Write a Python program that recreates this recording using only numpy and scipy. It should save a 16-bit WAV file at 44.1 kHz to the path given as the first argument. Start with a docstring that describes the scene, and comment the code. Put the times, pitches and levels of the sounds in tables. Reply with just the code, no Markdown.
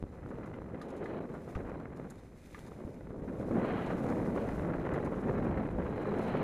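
"""Mountain bike on a leafy trail

A mountain bike runs fast down a leaf-covered forest trail, heard from a camera on the rider.
Wind, made of shaped noise and pressure pops, buffets and sputters at the microphone and grows overall.
The tyres hiss through dry leaves as crackling noise; twigs snap as short noise bursts.
The chain rattles through steel resonances, the frame clanks in fading tones, and bumps are low thuds.
The microphone rounds off hard peaks, and the whole sound dips for instants."""
import sys
import numpy as np
from scipy import signal
from scipy.fft import rfft, irfft, next_fast_len
from scipy.io import wavfile
from scipy.ndimage import uniform_filter1d, map_coordinates

SR = 44100
rng = np.random.default_rng(int(sys.argv[2]) if len(sys.argv) > 2 else 0)


def bounce(signal):
    """Save signal as a 16-bit WAV file at the path given by the first command-line argument."""
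    frames = np.transpose(np.atleast_2d(signal))
    limited = np.clip(frames, -1, 1)
    pcm = np.round(limited * 32767).astype(np.int16)
    wavfile.write(sys.argv[1], SR, pcm)


N = 283563

# In all tables, levels are starting values: gains and random swings may be added later.
# A decay is the time in which a sound falls by 60 dB.

# Air flow at the microphone: time_s, roar_db, sputter_db
AIR_FLOW = [(0.07, -51.5, -65.5), (0.14, -49.5, -61.5), (0.27, -47.5, -60), (0.32, -44.5, -57),
            (0.68, -46.5, -57.5), (0.76, -43.5, -55), (0.95, -44.5, -57.5), (1.01, -42.5, -56),
            (1.17, -41, -50.5), (1.22, -38, -53), (1.28, -44, -59), (1.35, -42, -53.5), (1.41, -46, -59),
            (1.68, -43, -54.5), (2.06, -46.5, -58.5), (2.3, -55.5, -67.5), (2.44, -54.5, -71),
            (2.6, -53.5, -61), (2.68, -49, -60.5), (2.84, -46.5, -62.5), (3.05, -48.5, -65.5),
            (3.2, -42.5, -61.5), (3.3, -40, -57), (3.47, -38, -56), (3.58, -29.5, -45), (3.65, -34, -42.5),
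            (3.76, -36.5, -44), (3.9, -36, -45), (3.97, -36, -49.5), (4.1, -32.5, -45), (4.28, -34, -50.5),
            (4.39, -35, -50), (4.55, -38.5, -47.5), (4.76, -34, -47), (4.82, -38, -49.5), (4.97, -35, -45),
            (5.1, -36, -48.5), (5.21, -40, -51), (5.28, -32.5, -46), (5.61, -35.5, -45), (5.75, -39, -53.5),
            (5.8, -35, -48), (6.02, -38, -48), (6.12, -34.5, -45), (6.4, -33, -44.5)]
# Slow pressure swings at the microphone opening: time_s, level_db
PRESSURE_SWINGS = [(0.1, -52), (1.5, -56.5), (1.62, -47), (1.85, -53.5), (2.3, -57.5), (2.8, -57),
                   (3.3, -47), (3.6, -53), (3.85, -53), (4.5, -48), (5.2, -47), (5.35, -42.5), (5.65, -46),
                   (6.0, -49), (6.4, -63)]
# Head-on gusts: start_s, length_s, extra_tearing_db, extra_whistle_db, roar_thinning_db
HEAD_ON_GUSTS = [(0.83, 0.39, 7, 5, 10), (3.612, 0.34, 9.5, 9.5, 2.5), (4.345, 0.12, 10, 5, 8),
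                 (5.9, 0.31, 5, 8, 3.5), (6.225, .35, 11, 13, 0.5)]
# Hardest pops in the wind: start_s, kick_db, sputter_db, sputter_length_s
WIND_POPS = [(0.26, -50, -47.5, 0.0029), (0.305, -37.5, -50, 0.018), (.326, -43, -55, .004),
             (0.384, -35, -56, .007), (.46, -41, -49, 0.0044), (.477, -36, -50.5, 0.005),
             (.587, -35.5, -51, .003), (.617, -39, -47.5, 0.0033), (.513, -51, -54, .002),
             (.66, -43, -51, .003), (.744, -37, -47, 0.0046), (1.204, -34, -58, 0.004),
             (1.361, -38, -59, 0.0056), (1.477, -35, -68, 0.0056), (1.575, -39, -43.5, 0.0034),
             (1.604, -36, -50, 0.0069), (1.675, -38, -50, .004), (1.686, -37, -50, .016),
             (1.705, -47, -48, .003), (1.717, -38, -46, .003), (1.746, -43, -50, .005),
             (1.756, -41, -49, 0.0016), (1.778, -44, -50, .004), (1.855, -50, -43, 0.0023),
             (1.997, -34.5, -46.5, 0.004), (2.668, -46, -57, .014), (2.718, -39, -52, .002),
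             (2.805, -36.5, -60, .002), (2.838, -42, -60, .004), (2.877, -38.5, -64, .005),
             (3.008, -37, -55, 0.0036), (3.07, -39.5, -48, 0.0022), (3.105, -37, -59, 0.018),
             (3.143, -36, -67, .004), (3.16, -37, -62, .006), (3.284, -35, -51.5, 0.0126),
             (3.41, -43, -49.5, 0.0054), (3.428, -33.5, -49, .004), (3.484, -32, -53, 0.012),
             (3.509, -29, -50, 0.0037), (3.648, -22.5, -40, 0.011), (3.903, -29, -43, 0.011),
             (4.361, -28, -43, 0.0045), (4.375, -27, -39, .009), (4.49, -39, -35.5, 0.0024),
             (4.52, -34, -42, 0.0033), (4.7, -31, -44, 0.0092), (4.735, -36, -40, 0.0038),
             (4.851, -30, -38, 0.004), (4.864, -36, -38.5, 0.0092), (4.889, -31, -37.5, 0.0051),
             (4.962, -30, -41, .003), (4.977, -29, -43, 0.0072), (5, -37, -44, 0.0027),
             (5.036, -31, -50, .003), (5.074, -31, -42, 0.0044), (5.122, -33, -46, 0.0034),
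             (5.141, -37, -43, .003), (5.252, -32, -45, .003), (5.272, -35, -42, .003),
             (5.293, -37, -42, 0.0044), (5.452, -34, -44, .008), (5.688, -33, -40, .003),
             (5.785, -31, -41, .003), (5.804, -31, -48, 0.0055), (5.822, -39, -42, .003),
             (5.863, -36, -41, 0.0076), (5.89, -31, -56, 0.0032), (6.055, -31, -43.5, .003),
             (6.338, -35, -38, .004), (6.352, -33, -39, .004)]
# Tyres in the leaves: time_s, level_db
TYRE_LEVELS = [(0.1, -82.5), (0.75, -84), (1.25, -81), (1.5, -73.5), (1.7, -81.5), (1.9, -85), (2.03, -80),
               (2.17, -77), (2.3, -80), (2.46, -71.5), (2.66, -71), (2.78, -78), (2.95, -78), (3.15, -83),
               (3.45, -73.5), (3.59, -74.5), (3.85, -73.5), (4.05, -69), (4.45, -71), (4.63, -72),
               (4.75, -77.5), (5.29, -74.5), (5.73, -79), (6.06, -77), (6.25, -71.5), (6.4, -76)]
# Bumps that jolt the camera, and the low thud of the twig that cracks at 2.592 s: start_s, level_db, pitch_hz,
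# decay_s
CAMERA_JOLTS = [(0.0268, -14.5, 190, 0.0051), (0.0386, -22, 233, 0.0094), (0.038, -34, 81.4, 0.082),
                (1.557, -25.5, 61, 0.079), (1.57, -19, 171, 0.022), (2.592, -27, 200, 0.0053),
                (2.849, -31, 80, 0.054), (5.845, -33, 76.4, 0.11)]
# Chain slaps on its guide: start_s, level_db, length_s, low_ring_weight_db, jingle_db (against the slap)
CHAIN_SLAPS = [(0.285, -73, .02, -8, -15), (0.457, -67, 0.012, -15, -15), (0.814, -60.5, 0.0041, 1, -4),
               (0.883, -71, 0.02, -3, -15), (0.902, -66, .003, -3, -15), (0.961, -69, 0.026, -6, -15),
               (1.038, -67, 0.006, 0, -10), (1.056, -68, .005, 0, -12), (1.332, -71, .012, -8, -15),
               (1.96, -70, 0.018, -12, -12), (2.1, -53, 0.007, -18, -17), (2.18, -72, .012, 1, -8),
               (2.544, -67, .012, -5, -12), (2.664, -64.5, 0.018, -5, -15), (3.861, -62, .007, 0, -15),
               (4.087, -62.5, 0.006, -4, -12), (4.9365, -53.5, 0.003, -8, -15),
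               (5.045, -62.5, 0.015, -9, -12), (6.184, -64.5, 0.008, 1, -12), (6.222, -71.5, 0.052, 4, -12)]
# Hard knocks through the frame: start_s, ring_db, crunch_db, ring_share (of the free decay),
# tilt_db (per octave), top_pitch_hz (highest pitch that the contact excites)
FRAME_KNOCKS = [(0.432, -47, -51, .5, 0, 4000), (0.537, -53, -48.5, .5, 6, 4000),
                (0.8116, -43, -46, 1, -17, 2600), (1.029, -52, -55, .5, 5, 4000),
                (1.056, -41.5, -54, 0.85, 5, 2600), (1.549, -46, -43.5, 0.79, -3, 2400),
                (2.545, -41, -50, 0.92, 2, 1900), (4.941, -42, -45, 0.6, 2, 2600)]
# Twigs snapping under the tyre: start_s, level_db
TWIG_SNAPS = [(1.6964, -66), (1.8, -66), (1.973, -61), (2.157, -64), (2.5912, -51.5), (4.066, -57),
              (4.101, -56), (4.488, -56), (4.816, -62)]
# Short dips of the whole sound: start_s, length_s, depth_db
SOUND_DIPS = [(0.029, 0.0096, -15.5), (0.046, 0.003, -32), (0.919, 0.0013, -20), (1.1964, 0.007, -17),
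              (1.571, 0.0049, -17)]

# Resonances of the drive train's steel: pitch_hz, width_hz, level_db
STEEL_RESONANCES = [(3800, 600, 2.5), (5100, 1300, -2), (6840, 1140, -2), (9900, 1400, -6.5),
                    (11600, 920, -9), (13100, 1200, -22)]
# Free ring of the bike frame: pitch_hz, level_db, decay_s
FRAME_MODES = [(1070, -16, 0.03), (1215, 1.5, 0.068), (1713, -2.5, 0.049), (1820, -6, .045),
               (2020, -1, 0.049)]
# Peaks and notches from cavities of the camera housing: pitch_hz, width_hz, level_db
HOUSING_RESONANCES = [(2000, 58, 2), (2300, 64, -1), (2464, 87, 2), (3640, 240, 2), (3900, 300, 1),
                      (4640, 180, -3.5), (5500, 140, -2.5), (6500, 460, 1), (8130, 350, -4),
                      (9570, 410, 1.5)]

# Tone colour of the slow buffeting: pitch_hz, level_db (per Hz)
BUFFET_COLOUR = [(12, -29), (25, -5), (55, 2.5), (100, -0.5), (160, -13.5), (300, -65), (800, -83)]
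# Tone colour of the wind roar: pitch_hz, level_db (per Hz)
ROAR_COLOUR = [(50, -17), (90, -7), (125, -2.5), (175, 0.5), (260, -1), (350, -3), (510, -4.5),
               (700, -13.5), (1000, -24), (2000, -45), (5000, -105)]
# Tone colour of the small sputtering eddies: pitch_hz, level_db (per Hz)
SPUTTER_COLOUR = [(200, -5.5), (500, 3), (800, 4.5), (1100, 1), (1500, -1.5), (2050, -8), (2500, -16.5),
                  (3200, -28.5), (4500, -39), (9000, -53)]
# Tone colour of air tearing over the housing: pitch_hz, level_db (per Hz)
TEARING_COLOUR = [(1200, -8), (2200, -0.5), (2700, -5), (2950, -3.5), (3300, -9), (3600, -17.5),
                  (4400, -15), (4800, -26), (6000, -38), (12000, -60)]
# Tone colour of the hoarse whistle on an edge: pitch_hz, level_db (per Hz)
WHISTLE_COLOUR = [(2500, -36), (3680, -25), (3850, 3), (3960, 7), (4080, 7), (4220, -8), (4700, -24),
                  (6000, -39)]
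# Tone colour of a pressure kick: pitch_hz, gain_db
POP_COLOUR = [(60, -6), (250, 17.5), (550, 18.5), (800, 15), (1500, -3.5), (2200, -26), (3200, -24),
              (5000, -39), (9000, -63)]
# Tone colour of crushed leaves: pitch_hz, level_db (per Hz)
LEAF_COLOUR = [(600, -30), (1400, 4.5), (2200, 11.5), (2900, 0), (4500, 0), (6500, -1.5), (9600, -3),
               (12000, -6.5), (15000, -14.5)]
# Tone colour of the thin hiss of air: pitch_hz, level_db (per Hz)
HISS_COLOUR = [(300, 2), (1500, -9), (3000, 0), (6000, 4.5), (9000, 2), (11000, 0), (15000, -9)]
# Tone colour of crunching grit and loose parts: pitch_hz, level_db (per Hz)
CRUNCH_COLOUR = [(400, -15), (1200, 8), (2100, -1.5), (2800, -6), (4200, -21), (6000, -24), (12000, -40)]
# Tone colour of a breaking twig: pitch_hz, level_db (per Hz)
TWIG_COLOUR = [(400, -6), (800, 3), (1500, -2), (2500, 2), (4000, -1), (6200, 2), (8000, -3), (12000, -7),
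               (15000, -23)]

CRUISE_DB = -46.5  # sputter level at cruising speed, where flow_db is zero
# Each pair: level in dB at cruising speed, and change in dB per dB of flow
TEAR_DB, TEAR_GROWS = -68, 0.77
WHISTLE_DB, WHISTLE_GROWS = -83, 0.76
DEPTH_DB, DEPTH_GROWS = 1.5, -0.14  # tilt of the roar towards the bass
GUST_EDGE_S = 0.11  # rise and fall of a gust
GUST_SMOOTHING = 0.058  # share of the graininess lost per dB of extra tearing
EDDY_DB, COUPLING_DB = 4.0, 4.0  # random eddy swing; how strongly the sputter follows the roar
SPURT_SHARE, POP_SHARE = 0.38, 0.11  # strength of the spurts and of the small pops
EDDY_TOP = 1.7  # soft limit on eddy strength
LINK_SWING_DB = 5  # spread of the chain link contacts
RING_SCATTER_DB, RING_ROUGH = 1.5, 0.15  # random spread of the frame tones; their unsteadiness
CRUNCH_DECAY_S = 0.08
OVERLOAD, KNEE = 0.093, 6.6  # pressure where the microphone saturates; hardness of its knee
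TOP_HZ = 15300  # nothing is kept from here up


def amp(db):
    """Turn decibels into gain."""
    return 10 ** (np.asarray(db) / 20)


def unit(x):
    """Scale to an rms (average strength) of 1."""
    return x / np.sqrt(np.mean(x ** 2) + 1e-20)


def along(points, hz):
    """Read (pitch, value) points on a log pitch axis."""
    f, v = np.transpose(points)
    return np.interp(np.log(hz + 1), np.log(f + 1), v)


def curves(rows):
    """Draw one curve through each column after the time."""
    times, *columns = np.transpose(rows)
    return [np.interp(np.arange(N) / SR, times, column) for column in columns]


def wobble(rate):
    """Make a smooth random curve with rate knots a second."""
    return map_coordinates(rng.standard_normal(N // 8), [np.arange(N) * rate / SR], mode="wrap")


def filtered(x, response):
    """Multiply each frequency of x by a response."""
    size = next_fast_len(N + SR // 2)
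    return irfft(rfft(x, size) * response(np.fft.rfftfreq(size, 1 / SR)), size)[..., :N]


def coloured(x, spectrum):
    """Give x a tone colour, at rms 1."""
    return unit(filtered(x, lambda hz: amp(along(spectrum, hz))))


def impulses(rate, spread_db):
    """Make random clicks of scattered size and sign, about rate a second, at rms 1."""
    hit = rng.random(N) < rate / SR
    sizes = amp(spread_db * np.clip(rng.standard_normal(N), -2, 2))
    return unit(hit * rng.choice([-1, 1], N) * sizes)


def spurts(rate, decay_s):
    """Make random swells that start at once and die quickly, at rms 1."""
    fade = amp(-60 * np.arange(SR // 8) / SR / decay_s)
    return unit(signal.fftconvolve(np.abs(impulses(rate, spread_db=4.0)), fade)[:N])


def gritty(envelope, spectrum, rough_db, rate):
    """Shape rough noise in time, then colour it so that sudden starts stay soft."""
    noise = amp(rough_db * wobble(rate)) * rng.standard_normal(N)
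    layers = np.array([envelope * noise, noise])
    burst, steady = filtered(layers, lambda hz: amp(along(spectrum, hz)))
    # the unshaped noise sets the level scale
    return burst / np.std(steady)


def add(track, s, sound):
    """Mix a sound into the track at time s."""
    start = max(round(s * SR), 0)
    part = track[start:start + len(sound)]
    part += sound[:len(part)]


def head_on_gusts():
    """Head-on gusts rise and fall: curves of extra tearing, extra whistle and roar thinning, in dB."""
    t = np.arange(N) / SR
    shapes = []
    for s, length, *_ in HEAD_ON_GUSTS:
        inside_s = np.minimum(t - s, s + length - t)
        shapes.append(np.clip(0.5 + inside_s / GUST_EDGE_S, 0, 1))
    _, _, *effects_db = np.transpose(HEAD_ON_GUSTS)
    return [db @ np.array(shapes) for db in effects_db]


def buffeting(swing_db=1.9, swing_rate=9):
    """Slow pressure swings rumble on the microphone opening."""
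    level_db, = curves(PRESSURE_SWINGS)
    rumble = coloured(rng.standard_normal(N), BUFFET_COLOUR)
    return amp(level_db + swing_db * wobble(swing_rate)) * rumble


def tearing(flow_db, bursts, rasp_db=6.0):
    """Fast air rips over the housing and sings hoarsely on an edge, with extra force in a head-on gust."""
    extra_db, sing_db, _ = head_on_gusts()
    tear = coloured(bursts * rng.standard_normal(N), TEARING_COLOUR)
    rasp = amp(rasp_db * wobble(180)) * rng.standard_normal(N)
    whistle = coloured(rasp, WHISTLE_COLOUR)
    tear_level = amp(TEAR_DB + TEAR_GROWS * flow_db + extra_db)
    whistle_level = amp(WHISTLE_DB + WHISTLE_GROWS * flow_db + sing_db)
    return tear_level * tear + whistle_level * whistle


def wind(flutter_db=0.89, sway_db=0.27, sway_rate=11, eddy_rate=260, pop_rate=450,
         spurt_rate=60, spurt_decay_s=0.11, split_hz=260, roar_gain_db=0.24, sputter_gain_db=0.92):
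    """Slow eddies buffet and roar at the microphone; small ones sputter on the pressure peaks."""
    roar_db, sputter_db = curves(AIR_FLOW)
    flow_db = sputter_db - CRUISE_DB
    extra_db, _, thin_db = head_on_gusts()
    flutter = flutter_db * wobble(45) + sway_db * wobble(sway_rate)
    # in a head-on gust the eddies crowd together into an even rush
    grain = np.clip(1 - GUST_SMOOTHING * extra_db, 0, 1)
    # a breaking eddy pops in the roar and in the sputter at once
    pops = POP_SHARE * grain * impulses(pop_rate, spread_db=6.0)
    roar = coloured(rng.standard_normal(N) + 2.0 * pops, ROAR_COLOUR)
    eddy_db = EDDY_DB * wobble(eddy_rate) + COUPLING_DB * np.clip(roar, -2, 2)
    bursts = amp(flutter + grain * eddy_db)
    # the small eddies come in short spurts
    bursts = bursts * (1 + SPURT_SHARE * grain * spurts(spurt_rate, spurt_decay_s))
    # even out the slower changes in strength
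    bursts = bursts / np.sqrt(uniform_filter1d(bursts ** 2, size=SR // 12))
    # no eddy grows far beyond its neighbours
    bursts = unit(np.tanh(bursts / EDDY_TOP))
    sputter = coloured(bursts * rng.standard_normal(N) + pops, SPUTTER_COLOUR)
    sputter = amp(sputter_db + sputter_gain_db + flutter) * sputter
    # slow flow makes large eddies, which tilt the roar to the bass
    depth_db = DEPTH_DB + DEPTH_GROWS * flow_db - thin_db
    deep = filtered(roar, lambda hz: 1 / (1 + (hz / split_hz) ** 4))
    roar = amp(depth_db / 2) * deep + amp(-depth_db / 2) * (roar - deep)
    roar = amp(roar_db + roar_gain_db + flutter) * roar
    return buffeting() + roar + sputter + tearing(flow_db, bursts)


def air(hiss_db=-82.0, follow=0.046):
    """Passing air gives a thin, wide hiss that rises a little with the roar."""
    roar_db, _ = curves(AIR_FLOW)
    level_db = hiss_db + follow * (roar_db - roar_db.mean())
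    # separate noise for left and right makes it wide
    return amp(level_db) * coloured(rng.standard_normal((2, N)), HISS_COLOUR)


def tyres(gain_db=5.5, crackle=0.61, crackle_rate=900, knob_db=1.5, patch_db=0.0, patch_rate=9,
          snap=0.23, snap_rate=26, snap_decay_s=0.037):
    """The tread crushes dry leaves: a fine hiss with small crackles and the odd snapping stalk."""
    level_db, = curves(TYRE_LEVELS)
    crush = rng.standard_normal(N) + crackle * impulses(crackle_rate, spread_db=5.5)
    snaps = snap * spurts(snap_rate, snap_decay_s) * rng.standard_normal(N)
    swing_db = knob_db * wobble(49) + patch_db * wobble(patch_rate)
    return amp(level_db + gain_db + swing_db) * coloured(crush + snaps, LEAF_COLOUR)


def jolts():
    """A bump gives the camera a low, quickly damped push; the cracking twig at 2.592 s gives a like thud."""
    t, out = np.arange(SR // 4) / SR, np.zeros(N)
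    for s, db, hz, decay_s in CAMERA_JOLTS:
        add(out, s, -amp(db - 60 * t / decay_s) * np.sin(2 * np.pi * hz * t))
    return out


def wind_pops(gain_db=20.0, fizz_decay_s=0.0073, rough_db=1.5, kick_s=0.001145, kick=0.33,
              rebound=0.35, rebound_s=0.001233):
    """A large eddy breaks on the opening: a pressure kick, its rebound and a short run of rough sputter."""
    t, kicks, runs = np.arange(SR // 15) / SR, np.zeros(N), np.zeros(N)
    for s, kick_db, sputter_db, length in WIND_POPS:
        size = amp(kick_db + gain_db)
        # the sputter holds for its length, then fades
        add(runs, s, amp(sputter_db - 60 * np.maximum(t - length, 0) / fizz_decay_s))
        add(kicks, s + kick_s, [-size * kick])
        add(kicks, s + kick_s + rebound_s, [size * rebound])
    sputter = gritty(runs, SPUTTER_COLOUR, rough_db, rate=600)
    return sputter + filtered(kicks, lambda hz: amp(along(POP_COLOUR, hz)))


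def chain(attack_s=0.001, fade_decay_s=0.04, jingle_decay_s=0.23, split_hz=5500):
    """Each slap is a short run of link contacts that rings the steel and dies in a faint jingle."""
    t, contacts = np.arange(SR // 4) / SR, np.zeros((2, N))
    for s, db, length, weight_db, jingle_db in CHAIN_SLAPS:
        slap = amp(db - 60 * np.maximum(t - length, 0) / fade_decay_s)
        slap = slap + amp(db + jingle_db - 60 * t / jingle_decay_s)
        slap = slap * (1 - np.exp(-t / attack_s))
        add(contacts[0], s, slap * amp(weight_db))
        add(contacts[1], s, slap)
    links = unit(amp(LINK_SWING_DB * np.tanh(wobble(700))) * rng.standard_normal(N))

    def steel(f):
        """Add up the resonances, with alternating signs."""
        total = 0
        for k, (centre, width, db) in enumerate(STEEL_RESONANCES):
            damping = 1j * f * width
            total = total + (-1) ** k * amp(db) * damping / (centre * centre - f * f + damping)
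        return total

    def low_and_high(f):
        """Split the ring in two: the low part carries the weight of each slap."""
        low = 1 / (1 + (f / split_hz) ** 6)
        return np.array([low, 1 - low])

    ringing = filtered(contacts * links, lambda f: steel(f) * low_and_high(f))
    return amp(6) * ringing.sum(axis=0)


def frame(attack_s=0.0017, grit_db=5.5, dull_hz=3200):
    """Each padded knock rings the frame with its own colour and damping, in a crunch of grit and loose parts."""
    t, rings, crunches = np.arange(SR // 4) / SR, np.zeros(N), np.zeros(N)
    rise = 1 - np.exp(-t / attack_s)
    for s, ring_db, crunch_db, share, tilt_db, top_hz in FRAME_KNOCKS:
        ring = np.zeros(len(t))
        for hz, mode_db, decay_s in FRAME_MODES:
            # the tilt pivots on the second tone of the frame
            start_db = mode_db + tilt_db * np.log2(hz / FRAME_MODES[1][0])
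            start_db += RING_SCATTER_DB * rng.uniform(-1, 1)
            tone = np.sin(2 * np.pi * (hz * t + rng.random()))
            ring += amp(start_db - 60 * t / (share * decay_s)) * tone / (1 + (hz / top_hz) ** 20)
        add(rings, s, amp(ring_db) * ring * rise)
        add(crunches, s, amp(crunch_db - 60 * t / CRUNCH_DECAY_S) * rise)
    grit = gritty(crunches, CRUNCH_COLOUR, grit_db, rate=500)
    rough_rings = rings * (1 + RING_ROUGH * wobble(550))
    # soften the treble of the ring
    return grit + filtered(rough_rings, lambda hz: 1 / (1 + 1.4j * hz / dull_hz - (hz / dull_hz) ** 2))


def twigs(crack_decay_s=0.011, tail_db=-17, tail_decay_s=0.04):
    """A dry twig breaks: one sharp crack and a faint splintering."""
    t, cracks = np.arange(SR // 10) / SR, np.zeros(N)
    for s, db in TWIG_SNAPS:
        crack = amp(db - 60 * t / crack_decay_s)
        splintering = amp(db + tail_db - 60 * t / tail_decay_s)
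        add(cracks, s, crack + splintering)
    return cracks * coloured(rng.standard_normal(N), TWIG_COLOUR)


def housing(hz):
    """Cavities of the camera housing strengthen some pitches and weaken others."""
    return amp(sum(db * np.exp(-((hz - centre) / width) ** 2) for centre, width, db in HOUSING_RESONANCES))


def scene():
    """Bike and wind pass through the housing and sit in the middle; the air hiss spreads wide."""
    bike = tyres() + jolts() + chain() + frame() + twigs()
    return filtered(wind() + wind_pops() + bike, housing) + air()


def record(dry):
    """The microphone rounds off the hardest peaks, the level dips for instants and the top treble is cut."""
    t, gate = np.arange(N) / SR, np.ones(N)
    for s, length, depth_db in SOUND_DIPS:
        gate[(t > s) & (t < s + length)] = amp(depth_db)
    rounded = dry / (1 + np.abs(dry / OVERLOAD) ** KNEE) ** (1 / KNEE)
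    # soften the edges of each dip
    dipped = rounded * uniform_filter1d(gate, size=40)
    return filtered(dipped, lambda hz: hz < TOP_HZ)


dry = scene()
out = record(dry)
bounce(out)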